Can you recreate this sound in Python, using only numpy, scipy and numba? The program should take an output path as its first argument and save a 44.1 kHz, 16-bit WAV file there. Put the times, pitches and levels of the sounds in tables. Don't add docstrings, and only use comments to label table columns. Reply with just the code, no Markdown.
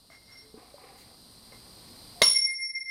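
import sys
import numpy as np
from scipy import signal
from scipy.fft import rfft, irfft
from scipy.io import wavfile
from scipy.ndimage import uniform_filter1d
from numba import njit

SR = 44100
rng = np.random.default_rng(int(sys.argv[2]) if len(sys.argv) > 2 else 0)


def log_audio(samples):
    frames = np.atleast_2d(samples).T
    limited = np.clip(frames, -1, 1)
    pcm = np.round(limited * 32767).astype(np.int16)
    wavfile.write(sys.argv[1], SR, pcm)


def elevation(decibels):
    levels = np.asarray(decibels, float)
    return 10 ** (levels / 20)


N = 127890


def curve(rows, col):
    points = np.array(rows)
    return np.interp(np.arange(N) / SR, points[:, 0], points[:, col])


def ring(force, hz, t60):
    pole = np.exp(2j * np.pi * hz / SR - np.log(1000) / (t60 * SR))
    return signal.lfilter([1], [1, -pole], force).imag


def band(x, hz, width):
    y = signal.lfilter(*signal.iirpeak(hz, hz / width, SR), x)
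    return y / y.std()


def push(s, db, ms):
    t = np.arange(N) / SR - s
    w = ms / 1000
    bell = np.exp(-.5 * np.minimum((t / w * 3) ** 2, 200))
    return elevation(db) * bell * 3 / (w * SR * np.sqrt(2 * np.pi))


def walk(rate):
    k = int(SR / rate)
    steps = np.repeat(rng.standard_normal(N // k + 1), k)
    return 0.37 * uniform_filter1d(uniform_filter1d(steps, k), k)[:N]


# (frequency [Hz], relative density [dB per Hz])
AIR_SHAPE = [(12, -41.5), (20, -6.5), (116, -2.5), (150, -6.5), (277, -5), (319, -8), (357, -9.5),
             (1120, -15.5), (2200, -28), (4810, -10.5), (6720, -34.5), (8650, -12.5), (10800, -29.5),
             (13200, -18), (16000, -49)]
AIR_DB = -74
# (centre [Hz], bandwidth [Hz], level before shimmer [dB])
INSECTS = [(4125, 180, -79.5), (4773, 120, -81), (4685, 550, -82), (9295, 330, -83.5), (12790, 1300, -100)]
# (frequency [Hz], level [dB])
HUM = [(58, -87.5), (115, -88.5), (176, -91.5), (231, -89.5)]


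def outside():
    shape, f = np.array(AIR_SHAPE), np.arange(N // 2 + 1) * SR / N + 1
    colour = elevation(np.interp(np.log(f), np.log(shape[:, 0]), shape[:, 1]))
    air = irfft(rfft(rng.standard_normal(N)) * colour, N)
    out = elevation(AIR_DB + walk(5.3)) * air / air.std()
    for hz, width, db in INSECTS:
        out = out + elevation(db + 2.0 * walk(18)) * band(rng.standard_normal(N), hz, width)
    for hz, db in HUM:
        out = out + elevation(db) * band(rng.standard_normal(N), hz, 5.5)
    return out


@njit
def walls(x, lags, gain, damp):
    line, soft, out = np.zeros((8, 4096)), np.zeros(8), np.zeros(len(x))
    for i in range(len(x)):
        total = 0.
        for k in range(8):
            soft[k] += (1 - damp) * (gain[k] * line[k, (i - lags[k]) & 4095] - soft[k])
            total += soft[k]
            out[i] += soft[k] * (1 - 2 * (k % 2))
        for k in range(8):
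            line[k, i & 4095] = x[i] + soft[k] - total / 4
    return out


ROOM_T60_S, ROOM_DAMP = 0.51, 0.29
RING_SEND_DB, NEAR_SEND_DB = -23, -26.5


def room(free, near):
    lags = np.array([331, 457, 613, 787, 953, 1171, 1409, 1663])
    send = elevation(RING_SEND_DB) * free + elevation(NEAR_SEND_DB) * near + 1e-18
    return walls(send, lags, elevation(-60 * lags / SR / ROOM_T60_S), ROOM_DAMP)


LANDS_S = 2.2187
# (centre [Hz], level before build-up and decay [dB], t60 [s])
WASH = [(170, -52.5, 0.5), (280, -54, 0.67), (500.4, -45.5, 0.52), (622, -45.5, 0.42), (1076.9, -35, 0.304),
        (1503, -50.5, 0.57), (2312.4, -40, 0.45), (3450, -30, 0.418), (4502, -31, 0.519), (5567, -31, 0.41),
        (7130, -49.5, 0.14), (9538, -42.5, 0.3), (12380, -57.5, 0.51), (14000, -58, .2)]
WASH_PATCHY_DB, WASH_PATCHES_PER_S = 5.5, 60


def wash():
    t = np.maximum(np.arange(N) / SR - LANDS_S, 0)
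    out = 0
    for hz, db, t60 in WASH:
        sos = signal.butter(2, [hz / 1.198, hz * 1.1933], "band", fs=SR, output="sos")
        noise = signal.sosfilt(sos, rng.standard_normal(N))
        level = elevation(db - 60 * t / t60 + WASH_PATCHY_DB * walk(WASH_PATCHES_PER_S))
        out = out + level * noise / noise.std()
    return out * (1 - np.exp(-t / 0.0055))


# (time [s], level [dB], extra level of the top resonance [dB])
SHUFFLE = [(.52, -100, -0.5), (.57, -70.5, -7), (.66, -74.5, -1.5), (.77, -77, -2.5), (.79, -71.5, -3),
           (.87, -70, -0.5), (.96, -73, -0.5), (1.03, -83, 7), (1.13, -78, -4.5), (1.2, -97.5, 6.5),
           (1.48, -87, 4.5), (1.53, -76, -1.5), (1.62, -85.5, 2)]
# (centre [Hz], bandwidth [Hz], relative level [dB])
SHUFFLE_BODY = [(500, 240, -5), (759.2, 164, -3), (1011, 280, -5.5), (2053.6, 820, -6)]
# (start [s], length [s], low edge [Hz], high edge [Hz], level before its swell [dB])
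RUSTLE = (.972, .09, 1500, 11000, -76)


def shuffle():
    grit = rng.standard_normal(N) * elevation(8.6 * walk(150))
    body = 0
    for hz, width, db in SHUFFLE_BODY:
        level = elevation(db + curve(SHUFFLE, 2) * (hz > 1500))
        body = body + level * band(band(grit, hz, width), hz, width)
    s, length, lo_hz, hi_hz, db = RUSTLE
    u = np.clip((np.arange(N) / SR - s) / length, 0, 1)
    swell = np.sin(np.pi * np.sqrt(u))
    sos = signal.butter(1, [lo_hz, hi_hz], "band", fs=SR, output="sos")
    cloth = signal.sosfilt(sos, rng.standard_normal(N))
    return elevation(curve(SHUFFLE, 1)) * body + elevation(db) * swell * cloth / cloth.std()


BAR_HZ = [2119, 5488, 9880, 10720, 14900]
# (level while held [dB], t60 while held [s], extra level on mirror paths in flight [dB])
BAR = [(4, 0.092, -12.5), (-1, 0.17, -2), (-11.5, 0.16, 1), (-30.5, 0.18, 1), (-30.5, 0.13, 5)]
# (time [s], level before grain [dB], tilt towards the upper modes [dB])
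RUB = [(.09, -105, -3), (.11, -62, -9.5), (.15, -61, -6), (.175, -66.5, -7.5), (.195, -84.5, -8.5),
       (.22, -72, -6.5), (.24, -82, 7), (.27, -76, 7.5), (.295, -67.5, -8.5), (.325, -65, 6),
       (.35, -66, -12.5), (.385, -73, 19.5), (.43, -73.5, -5), (.46, -71.5, -10.5), (.5, -79.5, 3),
       (.54, -105, 0), (1.51, -105, -8.5), (1.53, -69.5, -9), (1.58, -83.5, -10.5), (1.63, -100, -9)]
RUB_HISS_DB = -3.5
# (time [s], level [dB])
TAPS = [(.102, -68), (1.522, -71.5)]
# (time [s], level [dB], frequency [Hz], t60 [s])
KNOCKS = [(.102, -62.5, 662.5, 0.061), (0.101, -59, 1200, .015), (0.541, -62, 230, 0.168),
          (0.542, -55.5, 437.8, 0.0794), (.576, -56, 309.6, 0.048), (.742, -56, 576.8, 0.0654),
          (0.782, -60, 1000, 0.0296), (1.523, -64.5, 500, 0.0386)]
# (start [s], length [s], frequency [Hz], peak level [dB])
TONES = [(.39, .14, 435, -75), (2.145, .075, 705, -72)]


def handling():
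    t = np.arange(N) / SR
    grit = rng.standard_normal(N) * elevation(curve(RUB, 1) + 3.1 * walk(40))
    taps = sum(push(s, db, 0.099) for s, db in TAPS)
    bar = 0
    for k, (db, t60, _) in enumerate(BAR):
        rub = grit * elevation(-31 + curve(RUB, 2) * (k > 0))
        bar = bar + elevation(db) * ring(rub + taps, BAR_HZ[k], t60)
    hiss = elevation(RUB_HISS_DB) * signal.lfilter(*signal.butter(1, 2500, fs=SR), grit)
    knocks = sum(ring(push(s, db, 0.1333), hz, t60) for s, db, hz, t60 in KNOCKS)
    tones = 0
    for s, length, hz, db in TONES:
        swell = np.sin(np.pi * np.clip((t - s) / length, 0, 1))
        tones = tones + elevation(db) * swell * np.sin(2 * np.pi * hz * t)
    return bar + hiss + knocks + tones


# (time [s], level [dB], push width [ms])
CONTACTS = [(2.2169, -27.5, .7), (2.2187, -15.5, 0.0708), (2.2234, -15.5, 0.076), (2.2253, -15.5, .08),
            (2.2308, -19.5, 0.043), (2.2326, -20.5, 0.096), (2.2371, -23, 0.051)]
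# (frequency [Hz], level [dB], t60 [s])
CLACK = [(466, -17.5, 0.013), (674, -12, 0.021), (1044.8, -28.5, 0.24), (1161, -14, 0.057),
         (2157.3, -10, 0.023), (2795, -12.5, 0.0047), (3789, -0.5, 0.0087), (4348, -5, 0.01),
         (6498, -6.5, 0.0083), (10911, -5.5, .003), (12500, -11, .002)]
# (frequency [Hz], level [dB], t60 [s])
THUD = (160, -17.5, 0.02)


def clack():
    pushes = [push(*c) for c in CONTACTS]
    force, heavy = sum(pushes), sum(pushes[:3])
    modes = sum(elevation(db) * ring(force if hz > 1500 else heavy, hz, t60) for hz, db, t60 in CLACK)
    crack = signal.sosfilt(signal.butter(3, 350, "high", fs=SR, output="sos"), modes)
    hz, db, t60 = THUD
    thud = signal.lfilter(*signal.butter(1, 70, "high", fs=SR), ring(heavy, hz, t60))
    return crack + elevation(db) * thud


REBOUND_M_S, BEAT_SMOOTH_S = 3.4, .008
# (cosine to the upward motion, extra distance [m], level [dB])
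PATHS = [(.8, 0.5, -2), (-0.74, 2.5, -7), (.25, 3.9, -7.5), (-0.46, 5.5, -9)]
# (time [s], level before path levels [dB])
LOW_RING = [(2.225, -25.5), (2.25, -43), (2.31, -44.5), (2.34, -55.5), (2.366, -30), (2.39, -35.5),
            (2.416, -44), (2.45, -39.5), (2.496, -31), (2.535, -35), (2.568, -55), (2.6, -35.5),
            (2.63, -33.5), (2.66, -38), (2.682, -63.5), (2.703, -39.5), (2.727, -65.5), (2.75, -37),
            (2.775, -31.5), (2.792, -37), (2.804, -51.5), (2.82, -37.5), (2.842, -62), (2.865, -40.5),
            (2.9, -33.5)]
# (time [s], level before path levels [dB])
MID_RING = [(2.225, -33.5), (2.232, -46), (2.238, -19), (2.255, -19.5), (2.29, -22), (2.327, -27),
            (2.36, -21.5), (2.41, -33.5), (2.45, -23), (2.478, -43.5), (2.505, -29), (2.535, -33.5),
            (2.57, -29.5), (2.602, -46), (2.635, -30.5), (2.665, -38.5), (2.685, -49.5), (2.705, -41),
            (2.735, -60.5), (2.755, -37.5), (2.774, -54.5), (2.785, -38.5), (2.796, -52), (2.812, -40.5),
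            (2.84, -63), (2.862, -46), (2.9, -49.5)]
# (time [s], then three levels before path levels [dB, dB, dB])
HIGH_RINGS = [(2.225, -32, -49.5, -60.5), (2.241, -28, -48.5, -46), (2.281, -27.5, -59.5, -54.5),
              (2.305, -26, -61, -55), (2.341, -30, -66, -60.5), (2.369, -31, -79.5, -61.5),
              (2.449, -44, -62, -72.5), (2.473, -37, -72.5, -75.5), (2.499, -52, -65, -79),
              (2.537, -41.5, -75.5, -78.5), (2.589, -48.5, -68, -80.5), (2.625, -50.5, -66, -92),
              (2.655, -50.5, -69, -87), (2.701, -53, -66.5, -91.5), (2.769, -61, -71, -93.5),
              (2.779, -54.5, -76, -109), (2.877, -66, -70, -109), (2.9, -59.5, -77, -82)]
# (centre [Hz], bandwidth [Hz], level at the start [dB], t60 [s])
SIZZLE = (15250, 900, -47, .4)


def flight():
    t = np.arange(N) / SR
    up = np.maximum(t - LANDS_S, 0)
    height = REBOUND_M_S * up - 9.81 / 2 * up ** 2
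    hz, width, db, t60 = SIZZLE
    noise = band(band(rng.standard_normal(N), hz, width), hz, width)
    out = elevation(db - 60 * up / t60) * (up > 0) * noise
    levels = [(LOW_RING, 1), (MID_RING, 1), (HIGH_RINGS, 1), (HIGH_RINGS, 2), (HIGH_RINGS, 3)]
    for k, (rows, col) in enumerate(levels):
        points = np.array(rows)
        swell = np.interp(t, points[:, 0], elevation(points[:, col]))
        swell = uniform_filter1d(swell, int(BEAT_SMOOTH_S * SR) + 1)
        for j, (cos, metres, db) in enumerate(PATHS):
            late = t - LANDS_S - (metres - cos * height) / 343
            gain = elevation(db + BAR[k][2] * (j > 0)) * swell
            out = out + gain * np.sqrt(2) * np.sin(2 * np.pi * BAR_HZ[k] * late) * (late > 0)
    return out


def scene():
    free, near = flight(), clack() + handling() + shuffle()
    return (free + near + room(free, near) + wash() + outside())[None]


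@njit
def agc(x, g, rise, duck, ceiling):
    y = np.empty(len(x))
    for i in range(len(x)):
        y[i] = g * x[i]
        g *= duck if abs(y[i]) > ceiling else rise
    return y


START_GAIN_DB, RISE_DB_S, DUCK_DB_MS = 12, 4.5, 17
CEILING, OVERLOAD = 0.3254, .53


def low_pass(x):
    return signal.sosfilt(signal.butter(12, 15900, fs=SR, output="sos"), x)


def record(dry):
    rise, duck = elevation(RISE_DB_S / SR), elevation(-DUCK_DB_MS * 1000 / SR)
    y = agc(dry[0], elevation(START_GAIN_DB), rise, duck, CEILING)
    mix = OVERLOAD * y / (OVERLOAD ** 6 + y ** 6) ** (1 / 6)
    return low_pass(mix[None])


dry = scene()
out = record(dry)
log_audio(out)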